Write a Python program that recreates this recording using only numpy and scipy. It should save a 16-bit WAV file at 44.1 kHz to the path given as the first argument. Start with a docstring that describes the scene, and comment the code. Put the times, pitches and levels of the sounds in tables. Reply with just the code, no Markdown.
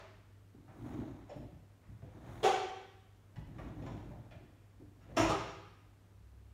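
"""In a bare, echoing room with a wooden floor, a roller skater swivels her feet apart and together twice.
Shaped noise driven by wheel speed rumbles over the boards; ringing noise bursts knock as her weight shifts.
As the feet close, the inner wheels judder in short, rasping squeaks: gliding harmonics, pulsed noise
and metallic ringing. Cloth swishes, board thuds, an appliance hum and a late low drone lie underneath."""
import sys
import numpy as np
from scipy import signal
from scipy.fft import rfft, irfft, next_fast_len
from scipy.io import wavfile
from scipy.ndimage import map_coordinates

SR = 44100
rng = np.random.default_rng(int(sys.argv[2]) if len(sys.argv) > 2 else 0)


def generate_wav(sig):
    """Save sig (samples, or channels by samples) to the path in sys.argv[1] as 16-bit PCM at SR."""
    pcm = np.round(np.clip(np.atleast_2d(sig).T, -1, 1) * 32767).astype(np.int16)
    wavfile.write(sys.argv[1], SR, pcm)


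N = 288096

# still air, noise colour: f/Hz, relative level/dB
AIR_COLOUR = [(18, -50.5), (28, -25.5), (45, -9.5), (80, -12), (110, -12.5), (135, -19.5), (170, -16),
              (205, -21.5), (290, -20.5), (500, -28), (1400, -34.5), (2400, -39.5), (4800, -45.5),
              (6000, -46), (9000, -47.5), (10400, -51.5), (12000, -48.5), (15500, -54)]
AIR_DB = -64.5
# appliance hum, one row per partial: f/Hz, mean rms level/dB
HUM_PARTIALS = [(99.9, -62.5), (52.7, -78.5)]
# reverb time across the spectrum: f/Hz, t60/s
ROOM_DECAY = [(100, 0.55), (260, 0.77), (700, 0.7), (1840, 1), (4850, 0.89), (8000, 0.6), (13000, 0.46)]
TOP_HZ = 15700  # upper band limit
# low drone: entry t/s, f/Hz, mean rms level/dB
LOW_DRONE = (6.12, 64, -59.5)
# a closing of the feet just before the start, its resonances: f/Hz, width/Hz, level/dB
OLD_RESONANCES = [(380, 38, -4.5), (642, 44, 0), (866, 31, -4)]
# the rasp of that closing, noise colour: f/Hz, relative level/dB
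OLD_RASP_COLOUR = [(600, -26), (1050, 1), (2200, -5.5), (4500, -15), (6800, -21.5), (9000, -35),
                   (15000, -51)]
# leggings brush as the knees part and meet: centre t/s, half length to 1/e /s, peak level/dB
LEGGING_SWISHES = [(0.89, 0.15, -77), (2.363, 0.13, -73.5)]
# fabric, noise colour: f/Hz, relative level/dB
CLOTH_COLOUR = [(1500, -26), (4000, -2.5), (9000, 1), (14000, -4), (15700, -0.5)]
# low thud of the joists, noise colour: f/Hz, relative level/dB
JOIST_COLOUR = [(24, -38), (40, -11.5), (55, 2.5), (80, -7.5), (118, 3.5), (160, -5.5), (210, -11.5),
                (400, -58)]
# floorboards, noise colour: f/Hz, relative level/dB
BOARD_COLOUR = [(130, -30), (190, -5), (240, 1), (300, 5), (390, -6.5), (500, -15), (900, -24.5),
                (2000, -64.5)]
# a board gives under the weight: t/s, joist thump level/dB, board level/dB
BOARD_BUMPS = [ (0.541, -57, -56.5), (0.595, -61, -70), (0.815, -51, -52), (0.98, -50, -42),
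               (1.355, -44.5, -48.5), (1.415, -51, -51), (1.525, -51.5, -63), (1.884, -48.5, -65),
               (2.025, -51, -58), (2.144, -54, -53.5), (3.371, -47, -57), (3.46, -47, -54),
               (4.08, -45.5, -62), (4.175, -50.5, -67), (4.344, -51.5, -65), (4.405, -57, -57.5),
               (4.795, -63, -54), (4.946, -64.5, -69.5), ]
BUMP_SWELL_S, BUMP_FADE_S = 0.011, 0.16  # build-up, then 20 dB down per fade time
# hiss of the wheel treads, noise colour: f/Hz, relative level/dB
TREAD_COLOUR = [(300, -17), (480, 0), (650, 9.5), (900, 4.5), (1400, -1.5), (2200, -7), (2800, -14),
                (3800, -12), (4900, -26), (6800, -17.5), (8000, -37), (15500, -41)]
# feet glide apart, together, apart, together: up to speed at t/s, slowing from t/s,
# run-up/s and run-out/s (20 dB of speed each), joist level/dB, board level/dB, tread level/dB
FOOT_GLIDES = [ (0.877, 1.03, 0.18, 0.37, -49.5, -47.5, -58.5), (2.32, 2.437, 0.24, 0.16, -50, -55, -56.5),
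               (3.644, 3.972, 0.27, 0.45, -48.5, -50.5, -62.5),
               (5.135, 5.157, 0.14, 0.1, -51.5, -55.5, -65), ]
# powers of wheel speed that drive the layers (no unit): joists, boards, treads
SPEED_POWERS = (0.95, 1.15, 0.76)
# axles and bearings, resonances: f/Hz, width/Hz, level/dB
METAL_MODES = [(5250, 46, -1.5), (5620, 120, -4.5), (6910, 280, -7.5)]
# trucks and wheels knock as the weight shifts: t/s, scuff level/dB, scuff f/Hz, scuff 20 dB fade/s,
# metal level/dB, knock level/dB, knock f/Hz, thump level/dB
TRUCK_KNOCKS = [ (0.677, -63, 1150, 0.11, -92, -56, 670, -56),
                (1.293, -62.5, 2240, 0.09, -63.5, -45.5, 634, -58),
                (1.83, -70, 1440, 0.09, -95, -72, 600, -65),
                (2.019, -66, 1900, 0.015, -84.5, -53, 554, -52),
                (2.158, -80, 1500, 0.017, -93, -66, 490, -70),
                (3.358, -55.5, 1940, 0.017, -72, -56.5, 800, -47),
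                (3.583, -50.5, 1400, 0.029, -74, -49.5, 700, -43.5),
                (3.822, -59, 2200, 0.017, -68, -48.5, 604, -56),
                (3.862, -51.5, 2100, 0.018, -61, -50.5, 900, -59),
                (3.965, -73, 1500, .02, -80, -59.5, 645, -53),
                (4.105, -65.5, 1280, .04, -90, -53, 670, -55),
                (4.308, -57.5, 1900, 0.038, -78, -56.5, 650, -60),
                (4.802, -76, 1500, .02, -89, -67, 524, -59), (5.01, -68.5, 1620, 0.13, -77, -71, 600, -70),
                (5.088, -66, 1510, 0.016, -88, -54.5, 540, -49), ]
# rasp of wheel on wheel, noise colour: f/Hz, relative level/dB
RASP_COLOUR = [(250, -47), (500, -4), (950, 0), (1350, -6), (1650, -15), (2300, -8.5), (3300, -9),
               (4600, -18), (7000, -17), (7900, -26), (9500, -26.5), (10400, -34), (15000, -37)]
# wheel against wheel: t/s, swell/s, 20 dB fade/s, starting slip rate f/Hz, glide/octaves per s,
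# tone level/dB, octave level/dB, overtone level/dB, overtone tilt/dB per harmonic,
# rasp level/dB (before a 2 dB lift), metal level/dB, knock level/dB, knock f/Hz, thump level/dB
WHEEL_SQUEAKS = [ (2.428, 0.023, 0.048, 378.4, 1.0, -22.5, -20, -34, -3.5, -29.5, -47, -26.5, 460, -56),
                 (5.163, 0.013, 0.077, 327.2, 0.486, -29.5, -25, -31.5, -3.5, -32, -41, -30, 341, -38),
                 (5.287, 0.02, 0.013, 395.8, 0.69, -26.5, -31, -30.5, -22, -35, -60, -32.5, 446, -48.5), ]


def amp(db):
    """Decibels to gain."""
    return 10 ** (np.asarray(db) / 20)


def unit(x):
    """Scale x to rms 1."""
    return x / np.sqrt(np.mean(x ** 2) + 1e-20)


def along(points, hz):
    """Read (Hz, value) points on a log frequency axis."""
    f, v = np.transpose(points)
    return np.interp(np.log(hz + 1), np.log(f + 1), v)


def wobble(rate, size):
    """A smooth random curve with rate knots a second."""
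    knots = rng.standard_normal(int(size * rate / SR) + 4)
    return map_coordinates(knots, [np.arange(size) * rate / SR])


def noise(colour, size):
    """Noise of rms 1 with the given colour."""
    hz = np.fft.rfftfreq(size, 1 / SR)
    spectrum = rfft(rng.standard_normal(size))
    return unit(irfft(spectrum * amp(along(colour, hz)), size))


def ringing(modes, size):
    """Noise of rms 1 through resonances whose gain halves one width from the centre."""
    hz = np.fft.rfftfreq(size, 1 / SR)
    gain = sum(amp(db) / (1 + ((hz - centre) / width) ** 2) for centre, width, db in modes)
    return unit(irfft(rfft(rng.standard_normal(size)) * gain, size))


def push(t, swell, fade):
    """Contact force: builds up, then lets go, falling 20 dB in each fade time."""
    return np.minimum(t / swell, 1) * amp(-20 * np.maximum(t - swell, 0) / fade)


def add(track, s, x):
    """Mix x into the track from time s."""
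    part = track[round(s * SR):][:len(x)]
    part += x[:len(part)]


def die_away(x):
    """Fade each frequency of x at the room's own speed."""
    hz, t, z = signal.stft(x, SR, nperseg=256)
    decay = amp(-60 * t / along(ROOM_DECAY, hz)[:, None])
    return signal.istft(z * decay, SR, nperseg=256)[1]


def in_room(x, direct_db, gap=0.0023, early_db=-4, early_fade=0.019):
    """x across the room: direct sound, sparse reflections from floor and near walls, then a dense tail."""
    tail = die_away(rng.standard_normal(SR))
    t = np.arange(len(tail)) / SR
    sparse = rng.standard_normal(len(t)) * (rng.random(len(t)) < 0.01)
    early = sparse * amp(-20 * t / early_fade)
    response = tail / np.linalg.norm(tail) + amp(early_db) * early / np.linalg.norm(early)
    response *= 1 - np.exp(-t / gap)  # reflections build up after the direct sound
    response[0] += amp(direct_db)
    return signal.fftconvolve(x, response)


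def room_tone(waver_db=1.5):
    """Still air as coloured noise, and an appliance hum of sines unsteady in level and phase."""
    t = np.arange(N) / SR
    hum = np.zeros(N)
    for hz, db in HUM_PARTIALS:
        level = amp(db + waver_db * wobble(5.1, N))
        hum += level * np.sqrt(2) * np.sin(2 * np.pi * hz * t + 0.28 * wobble(2.4, N))
    return hum + amp(AIR_DB) * noise(AIR_COLOUR, N)


def drone(rise=0.069):
    """A low sine rises in and wavers in level and phase."""
    s, hz, db = LOW_DRONE
    t = np.arange(N) / SR
    level = amp(db + 1.1 * wobble(2.8, N)) * np.clip((t - s) / rise, 0, 1)
    return level * np.sqrt(2) * np.sin(2 * np.pi * hz * t + 0.24 * wobble(15, N))


def lingering(body_db=-55, rasp_db=-58):
    """The room still rings from an earlier closing: body and rasp die away from the start."""
    out = np.zeros(N)
    body = amp(body_db) * ringing(OLD_RESONANCES, SR)
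    rasp = amp(rasp_db) * noise(OLD_RASP_COLOUR, SR)
    add(out, 0, die_away(body + rasp))
    return out


def leggings():
    """Fabric slides on fabric in soft, airy swells of noise."""
    t = np.arange(N) / SR
    swells = sum(amp(db) * np.exp(-((t - s) / length) ** 2) for s, length, db in LEGGING_SWISHES)
    return swells * noise(CLOTH_COLOUR, N)


def bumps():
    """Weight comes onto a board: it booms briefly and the joists thud under it."""
    out, t = np.zeros(N), np.arange(SR // 2) / SR
    force = push(t, BUMP_SWELL_S, BUMP_FADE_S)
    for s, thump_db, board_db in BOARD_BUMPS:
        thump = amp(thump_db) * noise(JOIST_COLOUR, len(t)) * force
        board = amp(board_db) * noise(BOARD_COLOUR, len(t)) * force
        add(out, s, thump + board)
    return out


def rolling(uneven_db=0.94, grain_db=-2.0):
    """Each glide gathers speed, holds it and runs out; the speed drives joists, boards and treads."""
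    out, t = np.zeros(N), np.arange(N) / SR
    uneven = amp(uneven_db * wobble(35, N))
    treads = noise(TREAD_COLOUR, N) * amp(grain_db * wobble(240, N))
    layers = [noise(JOIST_COLOUR, N), noise(BOARD_COLOUR, N), treads]
    for fast, slowing, run_up, run_out, *levels_db in FOOT_GLIDES:
        before = np.maximum(fast - t, 0) / run_up
        after = np.maximum(t - slowing, 0) / run_out
        speed = amp(-20 * (before + after))
        for db, power, layer in zip(levels_db, SPEED_POWERS, layers):
            out += amp(db) * speed ** power * layer
    return out * uneven


def knocks(scuff_width=0.61, knock_width=0.23):
    """A truck tips over: the wheel scuffs, the axle clicks, the board knocks and the joists thump."""
    out, t = np.zeros(N), np.arange(SR // 4) / SR
    size = len(t)
    for s, scuff_db, scuff_hz, scuff_fade, metal_db, knock_db, knock_hz, thump_db in TRUCK_KNOCKS:
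        # widths scale with pitch
        scuff = amp(scuff_db) * ringing([(scuff_hz, scuff_width * scuff_hz, 0)], size)
        scuff *= push(t, 0.0027, scuff_fade)
        metal = amp(metal_db) * ringing(METAL_MODES, size) * push(t, 0.0012, 0.014)
        knock = amp(knock_db) * ringing([(knock_hz, knock_width * knock_hz, 0)], size)
        knock *= push(t, 0.006, 0.055)
        thump = amp(thump_db) * noise(JOIST_COLOUR, size) * push(t, 0.013, 0.07)
        add(out, s, in_room(scuff + metal + knock + thump, direct_db=-4.5))
    return out


def squeaks(grit_db=3, bite=0.0082, knock_width_hz=60, jitter=0.052):
    """Colliding wheels stick and slip; every slip throws off a puff of rasp and shakes the axles."""
    out, t = np.zeros(N), np.arange(SR // 2) / SR
    size = len(t)
    for (s, swell, fade, hz, glide, tone_db, octave_db, over_db, tilt_db,
         rasp_db, metal_db, knock_db, knock_hz, thump_db) in WHEEL_SQUEAKS:
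        force = push(t, swell, fade)
        # the slip rate glides and jitters
        rate = hz * 2 ** (glide * np.minimum(t, swell + fade)) * (1 + jitter * wobble(218.1, size))
        phase = 2 * np.pi * np.cumsum(rate) / SR
        overtones = sum(amp(tilt_db * k) * np.sin((k + 3) * phase) for k in range(6))
        tone = amp(tone_db) * np.sin(phase)
        tone += amp(octave_db) * np.sin(2 * phase) + amp(over_db) * overtones
        slips = unit((2 + np.cos(phase)) * amp(grit_db * wobble(394, size)))
        # the treads scrape at once on touching; the judder needs time to build
        scrape = slips * np.sqrt(force * push(t, bite, fade))
        rasp = amp(rasp_db + 2) * noise(RASP_COLOUR, size)
        metal = amp(metal_db) * ringing(METAL_MODES, size)
        judder = tone * force * np.minimum(t / swell, 1)
        body = amp(knock_db) * ringing([(knock_hz, knock_width_hz, 0)], size) * force
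        thump = amp(thump_db) * noise(JOIST_COLOUR, size) * push(t, 0.037, 0.24)
        low = in_room(judder + body + thump, direct_db=-3.5)
        high = in_room(scrape * (rasp + metal), direct_db=-5.0)
        add(out, s, low + high)
    return out


def scene():
    """Room, skater and skates mixed to one channel."""
    background = room_tone() + drone() + lingering()
    skater = leggings() + bumps()
    skates = rolling() + knocks() + squeaks()
    return (background + skater + skates)[None]


def record(dry):
    """Cut everything from TOP_HZ up with a steep band limit."""
    size = next_fast_len(N + SR // 2)
    kept = np.fft.rfftfreq(size, 1 / SR) < TOP_HZ
    return irfft(rfft(dry, size) * kept, size)[:, :N]


dry = scene()
out = record(dry)
generate_wav(out)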